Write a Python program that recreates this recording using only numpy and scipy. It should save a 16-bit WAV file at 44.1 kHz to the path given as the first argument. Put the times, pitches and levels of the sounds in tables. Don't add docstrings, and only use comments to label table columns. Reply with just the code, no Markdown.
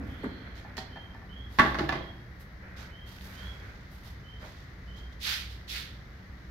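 import sys
import numpy as np
from scipy import signal
from scipy.fft import rfft, irfft, next_fast_len
from scipy.io import wavfile

SR = 44100
rng = np.random.default_rng(int(sys.argv[2]) if len(sys.argv) > 2 else 0)


def int16_out(signal):
    q = np.round(np.clip(np.atleast_2d(signal).T, -1, 1) * 32767)
    wavfile.write(sys.argv[1], SR, q.astype(np.int16))


N = 286650

# (frequency [Hz], level per Hz [dB])
COAL_RATTLE = [(110, 12), (260, -10), (500, 0.5), (800, 1), (1300, 7.5), (1750, 6.5), (2100, 4),
               (2500, -18), (4000, -17.5)]


def from_db(db):
    return 10 ** (np.asarray(db) / 20)


def rms_one(x):
    return x / np.sqrt(np.mean(x ** 2) + 1e-20)


def at_hz(points, hz):
    f, value = np.transpose(points)
    return np.interp(np.log(np.maximum(hz, 1)), np.log(f), value)


def add(out, s, sound):
    i = max(round(s * SR), 0)
    out[:, i:i + sound.shape[-1]] += sound[..., :N - i]


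def ramp(s, length):
    return np.sin(np.pi / 2 * np.clip((np.arange(N) / SR - s) / length, 0, 1)) ** 2


def stroke(s, attack, length, fall_db_per_s):
    return ramp(s, attack) * from_db(-fall_db_per_s * np.maximum(np.arange(N) / SR - s - length, 0))


def swell(length):
    u = 4 * np.arange(int(3 * length * SR)) / (length * SR)
    return u * np.exp(1 - u)


def snap(length):
    t = np.arange(int(2 * length * SR)) / SR
    return from_db(-40 * t / length)


def burst(source, s, envelope):
    piece = source[:, max(round(s * SR), 0):][:, :len(envelope)]
    return piece * envelope[:piece.shape[1]]


def drift(rate):
    points = rng.standard_normal(N // 8)
    return rms_one(np.interp(np.arange(N) / SR * rate, np.arange(len(points)), points))


def diffuse(size):
    # (frequency [Hz], left-right correlation [ratio])
    likeness = [(100, .99), (290, 0.91), (640, 0.54), (1400, 0), (3000, 0.065), (7000, 0.066)]
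    mid, side = rfft(rng.standard_normal((2, size)))
    alike = np.clip(at_hz(likeness, np.fft.rfftfreq(size, 1 / SR)), -1, 1)
    return np.sqrt(1 + alike) * mid + np.sqrt(1 - alike) * side * [[1], [-1]]


def noise(spectrum):
    hz = np.fft.rfftfreq(N, 1 / SR)
    ends = np.minimum(hz / spectrum[0][0], 1) ** 2 / np.maximum(hz / spectrum[-1][0], 1) ** 2
    return rms_one(irfft(diffuse(N) * from_db(at_hz(spectrum, hz)) * ends, N))


def resonance(hz, width_hz):
    off_centre = 2 * (np.fft.rfftfreq(N, 1 / SR) - hz) / width_hz
    return rms_one(irfft(diffuse(N) / (1 + off_centre ** 2), N))


def ring(modes, scatter_db, detune, spread):
    hz, db, t60 = np.transpose(modes)[:, :, None]
    t = np.arange(int(.28 * SR)) / SR
    strength, skew, load = rng.standard_normal((3, len(modes), 1))
    hz = hz * (1 + detune * load)
    sign = (-1) ** np.arange(len(modes))[:, None]
    height = sign * from_db(db + scatter_db * strength - 60 * t / t60)
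    phase = spread * skew * hz / 1000
    mid = (height * np.cos(phase) * np.sin(2 * np.pi * hz * t)).sum(0)
    side = (height * np.sin(phase) * np.cos(2 * np.pi * hz * t)).sum(0)
    return (mid + side * [[1], [-1]]) * np.minimum(t / 0.0002, 1)


def lean(x, balance):
    size = next_fast_len(N + SR // 10)
    sides = from_db(at_hz(balance, np.fft.rfftfreq(size, 1 / SR)) * [[.5], [-.5]])
    return irfft(rfft(x, size) * sides / np.sqrt(np.mean(sides ** 2, axis=0)), size)[:, :N]


def street():
    # (frequency [Hz], level per Hz [dB])
    rumble = [(38, -5.5), (55, -0.5), (110, -1), (180, -10.5), (330, -17), (900, -25), (1950, -17),
              (2600, -30.5), (4200, -34), (6000, -42), (8000, -54.5), (16000, -52.5)]
    # (frequency [Hz], left minus right [dB])
    balance = [(1400, 1), (1900, 9), (2500, 7), (6000, -6), (12000, 3.5)]
    # (frequency [Hz], width [Hz], level [dB])
    engines = [(60.8, 16.6, -50), (187.4, 13.4, -58.5)]
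    drone = sum(from_db(db) * resonance(hz, width_hz) for hz, width_hz, db in engines)
    return from_db(-47) * lean(noise(rumble), balance) + drone * from_db(1.2 * drift(9.8))


def porch(x, build_s):
    # (frequency [Hz], t60 [s])
    decays = [(100, 0.63), (700, 0.59), (1500, 0.38), (4000, 0.55), (8000, 0.26), (14000, 0.21)]
    t = np.arange(int(.8 * SR)) / SR
    hz, white, tail = np.fft.rfftfreq(len(t), 1 / SR), diffuse(len(t)), 0
    for centre, t60 in decays:
        band = at_hz([(f, float(f == centre)) for f, _ in decays], hz)
        tail = tail + irfft(white * band, len(t)) * from_db(-60 * t / t60)
    tail = tail * (1 - np.exp(-(t / build_s) ** 2))
    return signal.fftconvolve(x, rms_one(tail) / np.sqrt(len(t)), axes=1)[:, :N]


def bird():
    # (time [s], length [s], top pitch [Hz], relative level [dB])
    calls = [(0.885, 0.18, 3197, -57), (1.292, 0.15, 3324, -56.5), (1.888, 0.19, 3270, -57.5),
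             (2.914, 0.13, 3183, -56.5), (3.341, 0.16, 3300, -55), (4.24, 0.12, 3195, -60),
             (4.871, 0.18, 3196, -62)]
    start_hz, hold_s, rise_s = 3040, 0.0116, 0.085
    out, flutter = np.zeros((2, N)), from_db(2.5 * drift(45))
    waver = 1 + .006 * drift(45) + .008 * drift(500)
    for s, length, top_hz, db in calls:
        span = slice(int(s * SR), int((s + length) * SR))
        t = np.arange(len(waver[span])) / SR
        climb = np.clip((t - hold_s) / rise_s, 0, 1)
        hz = (start_hz + (top_hz - start_hz) * climb) * waver[span]
        phase = 2 * np.pi * np.cumsum(hz) / SR
        level = from_db(db + 3.5 - climb) * np.abs(np.sin(np.pi * t / length)) ** 0.24
        add(out, s, level * flutter[span] * (np.sin(phase) + from_db(-34) * np.sin(2 * phase)))
    return out


def footfall():
    # (frequency [Hz], level per Hz [dB])
    pat = [(300, -12), (600, 8), (1100, 2), (2000, -22)]
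    return from_db(-50.5) * stroke(4.425, attack=0.0045, length=0.023, fall_db_per_s=160) * noise(pat)


def rustle():
    # (time [s], length [s], coarse level [dB], fine hiss level [dB])
    slips = [(0.01, 0.34, -66, -73.5), (0.548, 0.1, -54, -72), (0.767, 0.07, -45, -72),
             (1.485, 0.54, -56, -65.5), (2.395, 0.057, -63, -62.5), (2.762, 0.13, -50, -65.5),
             (3.056, 0.2, -56.5, -64.5), (3.203, 0.23, -58.5, -62.5), (3.31, 0.49, -60.5, -72),
             (3.9, 0.16, -71, -67.5), (4.032, 0.11, -58, -64.5), (4.39, 0.3, -59, -72.5),
             (4.958, 0.079, -60.5, -73), (5.121, 0.027, -61, -79)]
    # (frequency [Hz], level per Hz [dB])
    coarse_colour = [(900, 1), (1500, -9), (3600, 0), (5000, -4), (6500, -9.5), (9000, -26)]
    # (frequency [Hz], level per Hz [dB])
    fine_colour = [(5000, 2), (7000, -5), (9500, -0.5), (16000, -1.5)]
    walk_from_s, grain_db = 3, 1.5
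    coarse, fine = noise(coarse_colour), noise(fine_colour)
    out = ramp(walk_from_s, 0.11) * from_db(-70 + 2.5 * drift(9.5)) * coarse
    for s, length, coarse_db, fine_db in slips:
        friction = from_db(coarse_db) * coarse + from_db(fine_db) * fine
        add(out, s, burst(friction, s, swell(length)))
    return out * rms_one(from_db(grain_db * drift(250)))


def ticks():
    # (time [s], frequency [Hz], level [dB])
    clicks = [(3.1854, 2590, -42.5), (3.2103, 3300, -42.5)]
    out = np.zeros((2, N))
    for s, hz, db in clicks:
        add(out, s, from_db(db) * burst(resonance(hz, width_hz=2000), s, snap(length=0.0095)))
    return out


def low_booms(hz):
    # (time [s], level [dB])
    booms = [(1.342, -40), (1.621, -38.5), (3.352, -43), (4.971, -46), (5.371, -40.5), (5.681, -42),
             (6.252, -52)]
    out, push = np.zeros((2, N)), swell(length=0.46)
    for s, db in booms:
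        add(out, s, from_db(db) * push * np.sin(2 * np.pi * hz * np.arange(len(push)) / SR))
    return out


def sweeps():
    # (time [s], attack [s], length [s], level [dB])
    passes = [(5.188, 0.085, .15, -32.5), (5.487, .03, 0.039, -57.5), (5.666, 0.044, 0.11, -38)]
    # (frequency [Hz], level per Hz [dB])
    hiss_colour = [(1200, -54), (2000, -7), (3600, 2.5), (4600, -0.5), (6000, -7.5), (7500, -17),
                   (10000, -19.5), (16000, -21.5)]
    # (frequency [Hz], level per Hz [dB])
    body_colour = [(200, -36), (700, -13), (1100, -8), (1450, 2), (2000, 3.5), (2800, 1), (4500, -19)]
    grain_db, left_right_db = 0.95, [[0.5], [-0.5]]
    out, hiss, body = 0, noise(hiss_colour), noise(body_colour)
    for s, attack, length, db in passes:
        pressure = from_db(-3.5) * ramp(s, length=0.12)
        out = out + from_db(db) * stroke(s, attack, length, fall_db_per_s=155) * (hiss + pressure * body)
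    return out * from_db(grain_db * drift(400)) * from_db(left_right_db)


def squeaks():
    # (time [s], length [s], frequency [Hz], level [dB])
    slips = [(0.036, 0.67, 3260, -58.5), (0.18, 0.48, 4200, -60)]
    out = np.zeros((2, N))
    for s, length, hz, db in slips:
        add(out, s, from_db(db) * burst(resonance(hz, width_hz=440), s, swell(length)))
    return out


def sliding():
    # (time [s], length [s], level [dB])
    rubs = [(2.001, 0.071, -54.5), (2.602, 0.27, -53.5), (3.228, 0.48, -52), (4.392, 0.045, -51.5)]
    # (frequency [Hz], level per Hz [dB])
    rub_colour = [(250, -16), (500, -2), (900, -10), (1200, -6), (1500, 1), (1900, -1.5), (2400, -6.5),
                  (3500, -33)]
    # (frequency [Hz], level per Hz [dB])
    drone_colour = [(50, 5.5), (75, 10), (150, -3), (245, 3.5), (350, -7.5), (500, -12), (900, -19)]
    glide = from_db(-53) * stroke(0, attack=0.0034, length=0.49, fall_db_per_s=13)
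    push = from_db(-36.5) * stroke(0, attack=0.0011, length=0, fall_db_per_s=70)
    weight = from_db(-52.5) * stroke(0, attack=0.0031, length=1.56, fall_db_per_s=101)
    later_rubs = sum(from_db(db) * stroke(s, 0.042, length, fall_db_per_s=101) for s, length, db in rubs)
    rub = (glide + later_rubs) * noise(rub_colour)
    drone = (push + weight + from_db(-3.5) * later_rubs) * noise(drone_colour)
    return (rub + drone) * from_db(1.5 * drift(40))


def bumps():
    # (time [s], thud level [dB], click level [dB])
    hits = [(0.2343, -29, -45), (0.2416, -33.5, -36), (0.257, -33, -45), (0.779, -41, -37)]
    # (frequency [Hz], level [dB], t60 [s])
    modes = [(159.5, -9.5, 0.11), (248, 1.5, 0.051), (297.6, -5, 0.12), (379, -3.5, 0.061),
             (448, -9.5, .06), (557, -10.5, 0.063), (910, -9, 0.057), (1500, -24, .12)]
    out, coals = np.zeros((2, N)), noise(COAL_RATTLE)
    for s, thud_db, click_db in hits:
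        add(out, s, from_db(thud_db) * ring(modes, scatter_db=4.5, detune=0.01, spread=0.07))
        add(out, s, from_db(click_db) * burst(coals, s, snap(length=0.036)))
    return out


def latch():
    # (time [s], ring level [dB], click level [dB])
    clacks = [(0.7688, -47, -40), (0.7785, -39, -43), (0.7869, -46, -48)]
    # (frequency [Hz], level [dB], t60 [s])
    modes = [(651, -3, .1), (1270, -5, .06), (1900, -2, .05), (3300, -5, .035), (4200, -6, .05),
             (4305, -4, .06), (4730, -2, .055), (5460, -7, .04)]
    # (frequency [Hz], level per Hz [dB])
    click_colour = [(1500, 0), (3500, 2), (5200, 2), (7000, -9), (10000, -14), (16000, -19)]
    out, click = np.zeros((2, N)), noise(click_colour)
    for s, ring_db, click_db in clacks:
        add(out, s, from_db(ring_db) * ring(modes, scatter_db=1, detune=0.0045, spread=0.16))
        add(out, s, from_db(click_db) * burst(click, s, snap(length=0.025)))
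    return out


def crushed_grit(grain_db):
    # (frequency [Hz], level per Hz [dB])
    crack = [(200, -12), (500, 10.5), (1600, 8.5), (2500, 6.5), (4000, 0.5), (5800, -7), (7500, -28),
             (10000, -57), (16000, -47)]
    return rms_one(noise(crack) * from_db(grain_db * drift(900)))


def handle(grit):
    # (time [s], relative level [dB])
    knocks = [(0.646, -45), (0.7786, -37.5), (0.958, -41.5), (0.969, -40), (1.147, -47), (1.217, -50),
              (1.812, -42.5), (1.891, -28), (2.006, -40.5)]
    # (frequency [Hz], level [dB], t60 [s])
    modes = [(667, -5, 0.092), (774, -3, 0.18), (904, -3, 0.12), (1017, -5, 0.091), (1167, -6, 0.1),
             (1767, 1, 0.096), (4400, -13, 0.047)]
    out, hardest_db = np.zeros((2, N)), max(db for s, db in knocks)
    for s, db in knocks:
        click_db = hardest_db - 7 + 1.4 * (db - hardest_db)
        add(out, s, from_db(db - 4.5) * ring(modes, scatter_db=3, detune=0.017, spread=0.18))
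        add(out, s, from_db(click_db) * burst(grit, s, snap(length=0.048)))
    return out


def iron(coals, grit):
    # (time [s], ring [dB], thud [dB], crack [dB])
    blows = [(1.5868, -13.5, -26, -16), (1.59037, -13, -25, -20), (1.5939, -16, -23, -21),
             (1.6186, -33, -23, -20), (1.648, -30, -25, -27), (1.662, -29, -30, -35),
             (1.7445, -25.5, -33, -23), (1.7869, -32, -29, -16.5), (1.806, -43, -20.5, -38),
             (1.842, -50, -31, -36), (1.889, -31, -30, -28), (1.9225, -28, -29, -25),
             (1.955, -50, -30, -34)]
    # (frequency [Hz], level [dB], t60 [s])
    iron_modes = [(860, -17, 0.075), (964, -18, 0.082), (1023, -10, 0.11), (1122, -7, .06), (1158, -15, .1),
                  (1194, -19, .16), (1330, -18, 0.066), (1428, -18.5, 0.11), (1560, -12, 0.1),
                  (1670, -10.5, .055), (1745, -11, .08), (1807, -8.5, .055), (1963, -10, .055),
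                  (2060, -7.5, .042), (2195, -23, 0.065)]
    # (frequency [Hz], level [dB], t60 [s])
    table_modes = [(92.6, -15, 0.42), (144, -8.5, 0.22), (186.3, -5, 0.11), (247, -4.5, 0.1),
                   (281, -5, 0.12), (342.3, -1, 0.091), (453, -5.5, 0.024), (552, -16.5, 0.17),
                   (661, -4.5, 0.063), (810, -9.5, 0.22)]
    out, hardest_db = np.zeros((2, N)), max(row[1] for row in blows)
    for s, ring_db, thud_db, crack_db in blows:
        tilt = 1 - from_db(ring_db - hardest_db)
        casting = ring(iron_modes, scatter_db=3 + 2.2 * tilt, detune=0.028 * tilt, spread=0.098)
        add(out, s, from_db(ring_db - 2 * tilt) * casting)
        add(out, s, from_db(thud_db - 4.5) * ring(table_modes, scatter_db=3.5, detune=0.02, spread=0.07))
        add(out, s, from_db(crack_db - 7) * burst(grit, s, snap(length=0.039)))
        add(out, s, from_db((ring_db + thud_db) / 2 - 6) * burst(coals, s, swell(length=0.025)))
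    return out


def scene():
    coals, grit = noise(COAL_RATTLE), crushed_grit(grain_db=5)
    metal = iron(coals, grit) + handle(grit) + bumps() + latch()
    peeps = bird()
    cloth = sweeps() + rustle() + squeaks() + ticks()
    reflections = porch(from_db(-4.5) * metal + from_db(-9.5) * cloth, build_s=0.0031)
    far_bird = .9 * peeps + porch(peeps, build_s=0.015)
    near = metal + cloth + footfall() + sliding() + low_booms(hz=59.97)
    return near + far_bird + reflections + street()


def record(dry):
    # (frequency [Hz], left minus right [dB])
    balance = [(200, -0.95), (500, -2.5), (850, 1.2), (1400, -5), (2000, 0), (2700, -8), (4200, -9.5),
               (5800, -9), (7500, 1.5), (11000, -1), (16000, -0.5)]
    # (frequency [Hz], gain [dB])
    port_peak = [(10500, 0), (11700, 9), (14000, 0.5)]
    size, cutoff_hz = next_fast_len(N + SR // 10), 15750
    colour = from_db(at_hz(port_peak, np.fft.rfftfreq(size, 1 / SR)))
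    coloured = irfft(rfft(lean(dry, balance), size) * colour, size)[:, :N]
    return signal.sosfilt(signal.ellip(10, .2, 70, cutoff_hz, fs=SR, output="sos"), coloured)


dry = scene()
out = record(dry)
int16_out(out)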